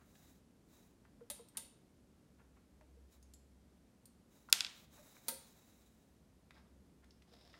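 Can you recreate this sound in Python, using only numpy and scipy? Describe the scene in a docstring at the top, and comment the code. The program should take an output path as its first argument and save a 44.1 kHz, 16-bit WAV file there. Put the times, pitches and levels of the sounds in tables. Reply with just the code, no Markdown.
"""A faint hiss and tick of steel shafts gliding in their ports, over low room rumble and hum.
Two long instruments tighten a knot on a rubber pad: the shafts knock, rub and drag, the joints clink,
and the handle ratchets catch farther off. At 4.5 s the needle holder's jaws spring open with a sharp,
close snap, the loudest event, and rebound three times."""
import sys
import numpy as np
from scipy import signal
from scipy.fft import irfft
from scipy.io import wavfile

SR = 44100
rng = np.random.default_rng(int(sys.argv[2]) if len(sys.argv) > 2 else 0)


def generate_wav(signal):
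    """Clip the signal to [-1, 1] and save it as 16-bit WAV at the path in sys.argv[1]."""
    frames = np.transpose(np.atleast_2d(signal))
    scaled = np.clip(frames, -1, 1) * 32767
    pcm = np.round(scaled).astype(np.int16)
    wavfile.write(sys.argv[1], SR, pcm)


N = 334719

# jaw snap and rebounds: t/s, level/dB, contact cut-off/Hz
JAW_HITS = [(4.5267, 6.5, 16000), (4.6063, -6, 6580), (4.6470, -14, 4550), (4.6651, -21, 4500)]
# jaw and shaft resonances: f/Hz, nominal width/Hz, relative level/dB
JAW_MODES = [(810, 59, -23.5), (1495, 180, -13.5), (2665, 380, -8), (3420, 150, -2.5), (3930, 300, -7),
             (4930, 800, -4.5), (5650, 390, -17.5), (6796, 500, -11), (7320, 340, -7.5), (9140, 280, -7),
             (11170, 420, -9.5), (13140, 700, -13.5), (13100, 300, -11), (15500, 540, -16.5)]
# tooth catches: t/s, scrape/dB, bounce delay/s, bounce/dB re scrape, steel/dB, frame/dB, pitch ratio
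RATCHET_CATCHES = [(1.3006, -38, .0095, -10, -54, -63.5, 0.98), (1.5707, -38, .0034, -7, -55, -60, 0.97),
                   (5.2832, -30.5, .0052, -11, -48, -50, 1.115)]
# tooth scrape spectrum: f/Hz, relative level/dB
TOOTH_SPECTRUM = [(200, -14), (750, -6), (1500, -12), (2500, -9.5), (3700, -1), (5500, -8), (7300, -3.5),
                  (8800, 1), (9600, 3.5), (10300, 3), (12000, -6.5), (14000, 0), (16000, -20)]
# bright handle modes: f/Hz, relative level/dB, T60/s
STEEL_MODES = [(3800, -14, .4), (4700, -13, .3), (7300, -12, .22), (8560, -4, .22), (8775, -5, .25),
               (8880, -1, .32), (9012, 0, .38), (10030, -5, .19), (10270, -4, .19), (12400, -10, .25)]
# low handle and shaft modes: f/Hz, relative level/dB, T60/s
FRAME_MODES = [(241.5, -3, 0.3), (544, -7.5, 0.47), (670, -11, 0.13), (904, 6, 0.086), (925, -14, 0.59),
               (1275, 1.5, 0.084), (1598, -6.5, 0.23), (2007, -8, 0.22)]
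# hollow shaft knocks: t/s, level/dB, f/Hz
PORT_KNOCKS = [(1.211, -45, 473), (1.303, -45.5, 584), (1.395, -46.5, 468), (2.811, -60, 612),
               (2.969, -58.5, 470), (4.99, -53.5, 595), (5.318, -43, 534), (7.318, -59, 473)]
# light ticks: shaft taps, and brighter joint ticks at 7.04-7.22 s: t/s, level/dB, f/Hz, half-width/oct
TICKS = [(0.154, -62, 2000, 1), (1.051, -56.5, 1110, 0.63), (1.208, -60, 870, 0.75),
         (1.391, -56.5, 836, .4), (2.811, -61, 1090, 1.1), (4.488, -48, 1135, 0.66),
         (4.4987, -53, 6500, .9), (5.167, -61.5, 1503, 0.78), (6.5076, -55, 1700, 1.22),
         (7.043, -65, 3500, 1.15), (7.1075, -63.5, 4410, .5), (7.2214, -61.5, 2680, 1.02),
         (7.5406, -55.5, 1620, 0.59)]
# joint clinks: t/s, level/dB, f/Hz
JOINT_PINGS = [(1.4862, -67, 8800), (3.2272, -68.5, 6600), (3.337, -61, 7500), (4.056, -62.5, 9100)]
# shaft turns: t/s, length/s, level/dB
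PORT_RUBS = [(-.01, 0.07, -73), (1.542, .06, -66.5), (2.383, 0.051, -69), (2.559, 0.032, -71.5),
             (4.97, 0.033, -65.5), (6.543, 0.075, -68), (7.023, 0.041, -72.5), (7.547, .06, -71)]
# binding strokes: t/s, rise/s, hold/s, release/s, level/dB
DRAG_STROKES = [(6.528, .03, 0.026, 0.05, -74), (7.265, 0.038, .3, .05, -71)]
# binding friction spectrum: f/Hz, relative level/dB
DRAG_SPECTRUM = [(300, -14), (620, 7.5), (1000, -4.5), (1500, -5.5), (2800, -9), (3700, 0), (4400, -7),
                 (5200, 2.5), (5900, -12), (12000, -24)]
# smooth strokes: t/s, rise/s, hold/s, release/s, level/dB
GLIDE_STROKES = [(-.1, .3, .1, .14, -69.5), (0.634, .11, 0.043, 0.2, -71),
                 (3.076, 0.054, 0.019, .05, -71.5), (4.272, 0.067, .03, 0.26, -72),
                 (4.614, 0.14, 0.069, 0.071, -67.5), (4.866, 0.08, 0.38, 1, -66)]
# gliding tube spectrum: f/Hz, relative level/dB
GLIDE_SPECTRUM = [(250, -9), (600, 5), (1100, -1), (2200, -2.5), (3200, -8), (3600, -3.5), (3870, 6),
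                  (4200, -7), (5300, -4), (6900, 0.5), (8200, -4.5), (10000, -11), (10900, -1), (12000, -8),
                  (14100, -3.5), (16000, -4)]
# room air spectrum: f/Hz, relative level/dB
AIR_SPECTRUM = [(15, -55), (25, -27), (55, -4.5), (120, -9), (190, -5), (240, -5), (320, -11), (575, -18.5),
                (820, -24), (1600, -29.5), (2600, -33), (9000, -36), (12500, -39.5), (16000, -49)]
# hum swells: t/s, rise/s, hold/s, release/s, level/dB before trim
HUM_RISES = [(2.4, .45, .4, .65, -63), (6.3, .9, .4, .3, -70)]
# room decay: f/Hz, T60/s
ROOM_DECAY = [(200, 0.4), (1000, 0.54), (3500, .52), (6000, 0.45), (9000, 0.39), (15000, 0.25)]


def jaw_snaps(blur=.92, skirt=1.3, travel_s=.0011, size=4096):
    """Blows excite the jaw resonances (widths times blur); bending waves deliver the treble first."""
    out, hz = np.zeros(N), abs(np.fft.fftfreq(size, 1 / SR))
    half = size // 2 + 1
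    power = sum(amp(db) ** 2 / (1 + ((hz - mode_hz) / (blur * width_hz / 2)) ** 2) ** skirt
                for mode_hz, width_hz, db in JAW_MODES)
    power = power * hz ** 2 / (hz ** 2 + 900 ** 2)  # thin steel radiates little bass
    dispersion = np.sqrt(4000 / (hz + 500)) * np.clip((16000 - hz) / 10000, 0, 1)  # 1 at 3.5 kHz
    lag_rad = 2 * np.pi * np.cumsum(travel_s * dispersion[:half]) * SR / size
    for start_s, db, cut_hz in JAW_HITS:
        log_gain = np.log(power / (1 + (hz / cut_hz) ** 6) + 1e-9) / 2
        spectrum = np.exp(np.conj(signal.hilbert(log_gain)))[:half]  # minimum phase
        click = irfft(spectrum * np.exp(-1j * lag_rad))[:half]
        add(out, start_s, amp(db) * click / np.linalg.norm(click))
    return out


def ratchet(scrape_s=.0049, rattle_s=.034, rattle_db=-15, swell_s=.0037):
    """Each tooth scrapes, bounces once, rattles the handle and rings it; returns scrapes, rings."""
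    scrapes, rings, t = np.zeros(N), np.zeros(N), np.arange(SR // 2) / SR
    attack = 1 - np.exp(-t / .0001)
    burst = attack * (np.exp(-t / scrape_s) + amp(rattle_db) * np.exp(-t / rattle_s))
    for start_s, db, bounce_s, bounce_db, steel_db, frame_db, pitch in RATCHET_CATCHES:
        for hit_s, hit_db in (start_s, db), (start_s + bounce_s, db + bounce_db):
            grit = noise(lambda hz: read(TOOTH_SPECTRUM, hz / pitch), len(t))
            add(scrapes, hit_s, amp(hit_db) * grit * burst)
        steel = amp(steel_db) * ring(STEEL_MODES, t) * attack
        frame = amp(frame_db) * ring(FRAME_MODES, t) * (1 - np.exp(-t / swell_s))
        add(rings, start_s, steel + frame)
    return scrapes, rings


def knocks(swell_s=.0052, t60_s=.11):
    """A shaft bumps its port; one low resonance swells and dies."""
    out, t = np.zeros(N), np.arange(SR // 2) / SR
    for start_s, db, hz in PORT_KNOCKS:
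        add(out, start_s, ring([(hz, db, t60_s)], t) * (1 - np.exp(-t / swell_s)))
    return out


def ticks():
    """A shaft taps its port or a joint ticks: short noise bursts, narrower ones ringing longer."""
    out, t = np.zeros(N), np.arange(SR // 4) / SR
    for start_s, db, centre_hz, half_oct in TICKS:
        decay_s = .0036 / half_oct ** .4
        envelope = np.exp(-t / decay_s) * (1 - np.exp(-t / .0001))
        add(out, start_s, amp(db) * hump(centre_hz, half_oct, len(t)) * envelope)
    return out


def pings(overtone_ratio=1.47, overtone_db=-5, decay_s=.011, contact_db=4.5, contact_s=.0036):
    """A bright contact briefly rings two high resonances of a joint."""
    out, t = np.zeros(N), np.arange(SR // 4) / SR
    for start_s, db, hz in JOINT_PINGS:
        low = band(hz, half_hz=415, size=len(t))
        high = band(hz * overtone_ratio, half_hz=415, size=len(t))
        ringing = (low + amp(overtone_db) * high) * np.exp(-t / decay_s)
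        contact = hump(centre_hz=6500, half_oct=1, size=len(t)) * np.exp(-t / contact_s)
        add(out, start_s, amp(db) * (amp(contact_db) * contact + ringing))
    return out


def rubs(rise_share=.31):
    """A shaft turns in its port: dull, grainy friction that swells fast and fades."""
    envelope = sum(stroke(start_s, rise_share * length_s, 0, (1 - rise_share) * length_s, db)
                   for start_s, length_s, db in PORT_RUBS)
    friction = grip(grain_db=2.5, slip_hz=120) * hump(centre_hz=1100, half_oct=.9)
    return envelope * unit(friction)


def drags():
    """A shaft binds in its port, catching unevenly."""
    envelope = sum(stroke(*row) for row in DRAG_STROKES)
    friction = grip(grain_db=4, slip_hz=110) * noise(lambda hz: read(DRAG_SPECTRUM, hz))
    return envelope * unit(friction)


def glides(speed_exponent=1.4):
    """Smooth friction hisses through the tube's resonances, louder with speed."""
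    envelope = sum(stroke(*row, speed_exponent) for row in GLIDE_STROKES)
    friction = grip(grain_db=1.35, slip_hz=30) * noise(lambda hz: read(GLIDE_SPECTRUM, hz))
    return envelope * unit(friction)


def room_air(level_db=-68, split_hz=600, drift_db=1, drift_hz=.6):
    """Still air: an even hiss over a rumble whose level drifts."""
    air = amp(level_db) * noise(lambda hz: read(AIR_SPECTRUM, hz))
    rumble = signal.sosfilt(signal.butter(1, split_hz, fs=SR, output="sos"), air)
    hiss = air - rumble
    drift = amp(drift_db * band(1, drift_hz))
    return hiss + drift * rumble


def hum(hz=67.4, waver_hz=3, waver_depth=.7, floor_db=-77, trim_db=-3):
    """A low, wavering tone that swells twice."""
    tone = np.sin(2 * np.pi * hz * np.arange(N) / SR) + waver_depth * band(hz, waver_hz)
    envelope = amp(floor_db) + sum(stroke(*row) for row in HUM_RISES)
    return amp(trim_db) * envelope * unit(tone)


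def room(send, first_s=.004, early_db=3, early_s=.0041, dull_hz=11000):
    """Dense reflections of random sign, strongest early; treble dies first."""
    t = np.arange(SR) / SR
    taps = rng.choice([-1., 1.], SR) * (rng.random(SR) < .2) * (t > first_s)
    taps *= 1 + amp(early_db) * np.exp(-t / early_s) / 2
    hz, age_s, spectra = signal.stft(taps, SR, nperseg=256)
    decay = amp(-60 * age_s / read(ROOM_DECAY, hz)[:, None])
    lowpass = 1 / np.sqrt(1 + (hz[:, None] / dull_hz) ** 2)
    tail = signal.istft(spectra * decay * lowpass, SR, nperseg=256)[1]
    return signal.fftconvolve(send, tail / np.linalg.norm(tail))[:N]


def ring(modes, t):
    """Decaying modes struck from rest, alternating in sign."""
    return sum((-1) ** k * amp(db - 60 * t / t60_s) * np.sin(2 * np.pi * hz * t)
               for k, (hz, db, t60_s) in enumerate(modes))


def stroke(start_s, rise_s, hold_s, release_s, db, exponent=1):
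    """Scene-long gain: one rise, hold and release."""
    t = np.arange(N) / SR - start_s
    ramp = np.clip(np.minimum(t / rise_s, 1 - (t - rise_s - hold_s) / release_s), 0, 1)
    return amp(db) * ramp ** exponent


def grip(grain_db, slip_hz):
    """Random gain of uneven friction."""
    return amp(grain_db * band(0, slip_hz))


def band(centre_hz, half_hz, size=N):
    """Noise peak, 6 dB down at half_hz from centre."""
    return noise(lambda hz: -20 * np.log10(1 + ((hz - centre_hz) / half_hz) ** 2), size)


def hump(centre_hz, half_oct, size=N):
    """Flat-topped noise band in log frequency."""
    return noise(lambda hz: -16 * np.log10(1 + (np.log2(hz / centre_hz) / half_oct) ** 4), size)


def noise(spectrum_db, size=N):
    """Unit-rms noise shaped by spectrum_db(hz)."""
    hz = np.fft.rfftfreq(size, 1 / SR) + 1
    phasors = np.exp(2j * np.pi * rng.random(len(hz)))
    return unit(irfft(amp(spectrum_db(hz)) * phasors, size))


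def read(points, hz):
    """Interpolate in log frequency."""
    points_hz, values = np.transpose(points)
    return np.interp(np.log(hz + 1), np.log(points_hz + 1), values)


def add(mix, start_s, sound):
    """Mix in at start_s."""
    part = mix[round(start_s * SR):][:len(sound)]
    part += sound[:len(part)]


def amp(db):
    """dB to gain."""
    return 10 ** (np.asarray(db) / 20)


def unit(x):
    """Scale to rms 1."""
    return x / np.sqrt(np.mean(x ** 2) + 1e-20)


def scene(snap_send_db=-15.5, scrape_send_db=-9, contact_send_db=-8, ring_send_db=-17):
    """Mono mix: jaws close and dry, ratchet scrapes farther off and wetter."""
    scrapes, rings = ratchet()
    bed = room_air() + hum() + glides()
    contacts = drags() + rubs() + ticks() + pings()
    ringing = rings + knocks()
    diffuse_snaps = jaw_snaps(blur=6.9)  # summed over all directions, the resonances blend
    send = (amp(snap_send_db) * diffuse_snaps + amp(scrape_send_db) * scrapes
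            + amp(contact_send_db) * contacts + amp(ring_send_db) * ringing)
    return (jaw_snaps() + scrapes + contacts + ringing + room(send) + bed)[None]


def record(dry):
    """Low-pass at 16 kHz."""
    lowpass = signal.firwin(255, 16000, window=("kaiser", 9), fs=SR)
    return signal.oaconvolve(dry, lowpass[None], "same")


dry = scene()
out = record(dry)
generate_wav(out)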